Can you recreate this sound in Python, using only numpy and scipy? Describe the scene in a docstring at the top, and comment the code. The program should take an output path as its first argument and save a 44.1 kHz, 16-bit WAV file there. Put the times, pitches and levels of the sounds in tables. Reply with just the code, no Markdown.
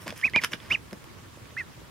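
"""Four arched duckling peeps over the pecking of bills on a plastic plate, soft steps on grit and a low hum.
Place: a cloth outdoors, birds and plate close to the stereo microphone, the hum far off.
Peeps are near-sine whistles with an octave, sidebands and breath; pecks are impulses into ringing plate modes.
The hum is shaped noise, a faint steady sine lies in it, and a short noise tail scatters the near sounds."""
import sys
import numpy as np
from scipy import signal
from scipy.fft import rfft, irfft
from scipy.io import wavfile
from scipy.ndimage import uniform_filter1d

SR = 44100
rng = np.random.default_rng(int(sys.argv[2]) if len(sys.argv) > 2 else 0)


def wrap_up_sound(samples):
    """Save the sound to the file named by the first command line argument, as 16-bit audio."""
    columns = np.atleast_2d(samples).T
    # keep every value between -1 and 1, then stretch to whole-number steps
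    tamed = np.clip(columns, -1, 1)
    steps = np.round(tamed * 32767).astype(np.int16)
    wavfile.write(sys.argv[1], SR, steps)


N = 83790  # samples

# Distant hum, spectrum before levelling: (frequency [Hz], relative density [dB])
HUM_SPECTRUM = [(24, -41), (40, -14.5), (106, -2.5), (180, -12), (215, -13), (363, -13.5), (444, -18),
                (733, -22.5), (873, -21), (990, -18.5), (16000, -38)]
# Likeness of the hum in the two channels: (frequency [Hz], correlation [-1 to 1])
HUM_LIKENESS = [(60, 0.87), (240, 0.14), (950, 0.13), (3770, 0.13), (15000, -0.31)]
# Stereo balance of the hum: (frequency [Hz], left minus right [dB])
HUM_BALANCE = [(60, 0), (240, -2), (950, -1.5), (3770, -1.5), (15000, 0.5)]
# Modes of the plate before each spot bends them: (frequency [Hz], relative level [dB], 60 dB decay time [s])
PLATE_MODES = [(189.2, -1.5, 0.037), (313.2, -1, 0.018), (458, 0.5, 0.014), (615, 1, 0.014),
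               (1045, -2.5, 0.022), (1718, 7.5, 0.0038), (2560, 7.5, 0.0025), (3150, 2, 0.0058),
               (3520, -5.5, 0.0045), (5160, -4.5, 0.0063), (6800, -13.5, 0.0052), (9280, -11, 0.0039),
               (11560, -14.5, 0.0043), (14000, -21, 0.0029)]
# Bill ticks: (time [s], drive of the high modes [dB], treble tilt [dB per octave])
BILL_TICKS = [(0.0794, -25, 3), (.0845, -43, -10), (0.096, -36, -8), (0.1048, -34, 2), (.106, -29, -3.5),
              (.1255, -38, 1), (.139, -46, 5), (0.178, -44, 12), (.197, -40, -6), (0.214, -34.5, -2),
              (.298, -37, 2.5), (.3355, -27, -17), (.361, -11, -11), (.4375, -14.5, -2.5),
              (.4436, -22, 1.5), (0.4466, -22, 1), (.5205, -35, 2), (.532, -25, -28), (.5338, -25, -5),
              (0.5351, -19.5, -11), (0.602, -35.5, -11), (0.9108, -43, 4), (0.9301, -35, 4),
              (1.042, -44.5, 7.5), (1.456, -45, 0), (1.507, -45.5, -12)]
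# Soft knocks of bills and feet: (time [s], drive of the low modes [dB], pitch they answer around [Hz])
SOFT_KNOCKS = [(.061, -30, 330), (.07, -25, 515), (0.0996, -30, 190), (.124, -28, 487),
               (0.3346, -32.5, 398), (0.3592, -20, 252), (.361, -17.5, 1020), (.372, -31, 326),
               (.4365, -26, 356), (.519, -40.5, 387), (.537, -26.5, 286), (.9245, -27.5, 290),
               (0.9301, -26, 375), (0.9345, -35, 192), (0.9547, -40, 250), (1.372, -36.5, 350),
               (1.523, -39.5, 330), (1.775, -42.5, 480), (1.815, -37.5, 395)]
# Scrapes: (start [s], length [s], low-mode drive [dB], high-mode drive [dB], treble tilt [dB per octave])
PLATE_SCRAPES = [(0.056, 0.069, -33, -30.5, 2), (0.149, 0.091, -64, -37, 6.5),
                 (0.246, 0.023, -32.5, -34, 2.5), (0.343, 0.031, -31, -51, -18),
                 (0.408, 0.042, -38, -27.5, 2.5), (0.4349, 0.019, -30.5, -15, 5),
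                 (0.507, 0.057, -38.5, -33, 5), (0.696, 0.053, -30.5, -24.5, -2),
                 (0, 0.067, -47.5, -46.5, 11.5), (0.583, 0.22, -47, -42.5, 3)]
# Stereo phase of the plate: (frequency [Hz], left ahead of right [rad])
PLATE_LEAD = [(2000, 0.12), (16000, 1.53)]
# Stereo balance of the plate: (frequency [Hz], left minus right [dB])
PLATE_BALANCE = [(60, 18), (240, -2), (950, -1.5), (3770, -4), (15000, 2)]
# Pitch and level through each peep, one curve per peep: (time [s], pitch [Hz], level [dB])
PEEP_CURVES = [
    [(.222, 1620, -50), (.23, 1800, -34), (.24, 2210, -21), (.25, 2500, -17.5), (.257, 2600, -20.5),
     (.2615, 2640, -35), (.265, 2645, -27), (.274, 2350, -29), (.284, 1940, -35), (.297, 1520, -54)],
    [(.336, 1830, -46), (.343, 2060, -28), (.352, 2285, -21.5), (.36, 2385, -20), (.37, 2445, -21),
     (.379, 2455, -19.5), (.388, 2290, -23), (.397, 1910, -35), (.406, 1650, -52)],
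    [(.701, 1650, -48), (.708, 2110, -28), (.716, 2470, -19), (.722, 2745, -21), (.73, 2960, -27.5),
     (.737, 3060, -30.5), (.746, 2830, -26), (.753, 2470, -20.5), (.758, 2030, -33), (.764, 1600, -50)],
    [(1.566, 1600, -48), (1.5675, 1670, -34), (1.572, 1830, -36), (1.577, 1980, -30), (1.585, 2110, -33),
     (1.594, 2135, -34), (1.61, 1930, -30.5), (1.618, 1800, -39), (1.633, 1560, -58)],
]
# Colour of each peep, first two against its peak, sidebands on the tone's own scale:
# (octave [dB], breath [dB], sideband [dB], left minus right [dB])
PEEP_VOICES = [(-42, -27, -45, -5), (-33, -32, -45, -4.5), (-34, -24, -38, -4.5), (-30, -24, -9, -3.5)]
# Breath spectrum before levelling: (frequency [Hz], relative level [dB])
BREATH_SPECTRUM = [(100, -15), (700, -12.5), (1800, -8.5), (3200, -17), (5500, -15), (8000, -27),
                   (16000, -41)]

HUM_DB = -47  # rms over both channels, before the bass cut and band limit
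WHINE_HZ, WHINE_DB = 1117, -67.5  # peak level before it wavers
YARD_T60, YARD_PEEP_DB, YARD_PLATE_DB = 0.098, -18, -7  # decay [s], sends into the scatter [dB]
SPOTS = 5  # places on the plate that share scrapes and grit
RASP_PER_S, GRIT_PER_S = 2800, 130  # blows per second over all spots
GRIT_DB = -62.5  # drive of the high modes
FOCUS_DB = 9.5  # fall of a mode one octave from the pitch of a knock
MUTE_DB = -99  # drive of modes left silent
WHISTLE_LEAD = 0.24  # left ahead of right [rad]
WARBLE = 1 / 4  # an uneven four-cycle beat of the membrane puts lines a quarter of the pitch apart
LOWER_DB, TENTH_DB = -4, -17  # lower line and octave of the upper line, against the upper line
LOW_CUT_HZ, EDGE_HZ = 51, 15850
SIDES = np.array([[.5], [-.5]])  # left and right halves of a stereo difference


def amp(db):
    """Amplitude factor of a level in dB."""
    return 10 ** (np.asarray(db) / 20)


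def evened(x):
    """Scale a signal to an rms of one."""
    return x / np.sqrt(np.mean(x ** 2) + 1e-20)


def read(points, hz):
    """Read a curve at any frequency, straight between its points on a log axis."""
    f, value = np.transpose(points)
    return np.interp(np.log(hz + 1), np.log(f + 1), value)


def add(mix, s, sound):
    """Lay a sound into the mix at s seconds, cut off at the end of the mix."""
    part = mix[..., round(s * SR):][..., :sound.shape[-1]]
    part += sound[..., :part.shape[-1]]


def hum():
    """Distant outdoor wash: partly shared stereo noise, shaped by band, with drifting patches of level."""
    frames, hz = N // 256 + 5, np.fft.rfftfreq(1024, 1 / SR)
    a, b, c, d, patches = rng.standard_normal((frames, 513, 5)).T
    patches = uniform_filter1d(patches, 30, 0)  # over frequency
    patches = evened(uniform_filter1d(patches, 6, 1))  # over time
    same = np.clip(read(HUM_LIKENESS, hz), -1, 1)[:, None]
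    left = a + 1j * b
    right = same * left + np.sqrt(1 - same ** 2) * (c + 1j * d)
    z = np.array([left, right])
    z *= amp(read(HUM_SPECTRUM, hz)[:, None] + 1.25 * patches)
    z *= amp(SIDES[:, :, None] * read(HUM_BALANCE, hz)[:, None])
    wash = signal.istft(z, nperseg=1024, noverlap=768)[1][:, :N]
    return amp(HUM_DB) * evened(wash)


def whine():
    """A faint sine of steady pitch that wavers a little in level."""
    waver = evened(uniform_filter1d(rng.standard_normal(N), size=4000))
    return amp(WHINE_DB + 2 * waver) * np.sin(2 * np.pi * WHINE_HZ * np.arange(N) / SR)


def yard(x):
    """Short scatter from the ground and the other birds: a decaying noise tail for each channel."""
    t = np.arange(round(.25 * SR)) / SR
    tail = rng.standard_normal((2, len(t))) * amp(-60 * t / YARD_T60) * (t > .002)
    return signal.fftconvolve(x, tail / np.linalg.norm(tail[0]), axes=1)[:, :N]


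def blows(count, per_s):
    """Random clicks of either sign, a few of them large."""
    u, size, sign = rng.random((count, 3)).T
    return (u < per_s / SR) * amp(-3.5 * np.log(size + 1 / 100)) * np.sign(sign - .5)


def ring(hits, thud_db, click_db, tilt_db, knock_hz=None):
    """The plate's modes answer a train of blows; each spot that is hit bends their pitch and weight."""
    t, out = np.arange(2000) / SR, 0
    spot = rng.standard_normal((len(PLATE_MODES), 2))
    for (hz, db, t60), (bend, weight) in zip(PLATE_MODES, spot):
        click = click_db + tilt_db * np.log2(max(hz / 3200, 1))
        db = db + (thud_db if hz < 1350 else click) + weight
        db = db - FOCUS_DB * np.log2(hz / (knock_hz or hz)) ** 2
        hz = hz * (1 + .07 * bend)
        onset = np.minimum(t * hz / .5, 1) ** 2  # rises over half a cycle
        mode = onset * amp(db - 60 * t / t60) * np.sin(2 * np.pi * hz * t)
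        out = mode - out  # neighbours swing against each other
    return signal.fftconvolve(hits, out)


def ticks(out):
    """Bill ticks: one blow within a 2 ms swell of faint random grains, answered by the high modes."""
    for s, db, tilt_db in BILL_TICKS:
        grains = 0.17 * rng.standard_normal(90) * np.hanning(90) * (rng.random(90) < .1)
        blow = np.arange(90) == 44  # 1 ms in
        add(out, s - .001, ring(grains + blow, MUTE_DB, db, tilt_db))


def knocks(out):
    """Soft knocks of bills and feet: single blows that rouse the low modes near one pitch."""
    for s, db, hz in SOFT_KNOCKS:
        add(out, s, ring(np.ones(1), db, MUTE_DB, 0, hz))


def scrapes(out):
    """Scrapes at one spot: dense runs of small blows that swell and fade with the stroke."""
    for s, length, *strength in PLATE_SCRAPES:
        n = round(length * SR)
        stroke = np.sin(np.pi * np.linspace(0, 1, n) ** .7) ** 1.2
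        add(out, s, ring(stroke / 10 * blows(n, RASP_PER_S / SPOTS), *strength))


def grit():
    """Grit under many feet: sparse faint blows all through, rung by the same modes."""
    return ring(blows(N, GRIT_PER_S / SPOTS), GRIT_DB - 5, GRIT_DB, -0.63)[:N]


def pecking():
    """All the blows near the microphone, spread to stereo by a level and phase difference per frequency."""
    out = np.zeros(N)
    ticks(out)
    knocks(out)
    for _ in range(SPOTS):
        scrapes(out)
        out += grit()
    hz = np.fft.rfftfreq(N, 1 / SR)
    balance = amp(SIDES * read(PLATE_BALANCE, hz))
    lead = np.exp(1j * SIDES * read(PLATE_LEAD, hz))
    return irfft(rfft(out) * balance * lead, N)


def peep(curve, octave_db, breath_db, side_db, lean_db):
    """A near-sine whistle with a faint octave, flickering sidebands, and breath."""
    s, hz, db = np.transpose(curve)
    t = np.arange(s[0], s[-1], 1 / SR)
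    hz = uniform_filter1d(np.interp(t, s, hz), size=200)
    db = uniform_filter1d(np.interp(t, s, db), size=60)
    edge = np.clip(np.minimum(t - t[0], t[-1] - t) / .002, 0, 1)
    arch = ((hz - hz.min()) / np.ptp(hz)) ** 1.5  # 0 at the lowest pitch, 1 at the highest
    shiver = 1 + .06 * evened(uniform_filter1d(rng.standard_normal(len(t)), size=40))

    turn = 2 * np.pi * np.cumsum(hz) / SR + SIDES * WHISTLE_LEAD  # phase [rad]
    beat = WARBLE * turn
    upper = arch ** 0.84 * np.sin(turn + beat)
    lower = amp(LOWER_DB) * (1 - arch) * np.sin(turn - beat)
    tenth = amp(TENTH_DB) * arch ** 2 * np.sin(2 * (turn + beat))
    tone = np.sin(turn) + amp(side_db) * shiver ** 3 * (upper + lower + tenth)
    octave = amp(octave_db + db.max()) * arch ** 2 * np.sin(2 * turn) * shiver ** 8

    colour = amp(read(BREATH_SPECTRUM, np.fft.rfftfreq(len(t), 1 / SR)))
    air = evened(irfft(rfft(rng.standard_normal(len(t))) * colour, len(t)))
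    breath = amp(breath_db + db.max()) * arch * shiver ** 3 * air
    sound = np.sqrt(2) * (amp(db) * tone * shiver + octave) + breath  # root 2: sine levels are rms
    return t[0], edge * sound * amp(SIDES * lean_db)


def scene():
    """Peeps and plate close by, their scatter around them, hum and whine behind."""
    voices, plate = np.zeros((2, N)), pecking()
    for curve, voice in zip(PEEP_CURVES, PEEP_VOICES):
        add(voices, *peep(curve, *voice))
    scatter = yard(amp(YARD_PEEP_DB) * voices + amp(YARD_PLATE_DB) * plate)
    return voices + plate + scatter + hum() + whine()


def record(dry):
    """The microphone's bass cut, then the band limit."""
    bass_cut = signal.butter(4, LOW_CUT_HZ, "high", fs=SR, output="sos")
    band_limit = signal.firwin(511, EDGE_HZ, window=("kaiser", 9), fs=SR)
    return signal.oaconvolve(signal.sosfilt(bass_cut, dry), band_limit[None], "same")


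dry = scene()
out = record(dry)
wrap_up_sound(out)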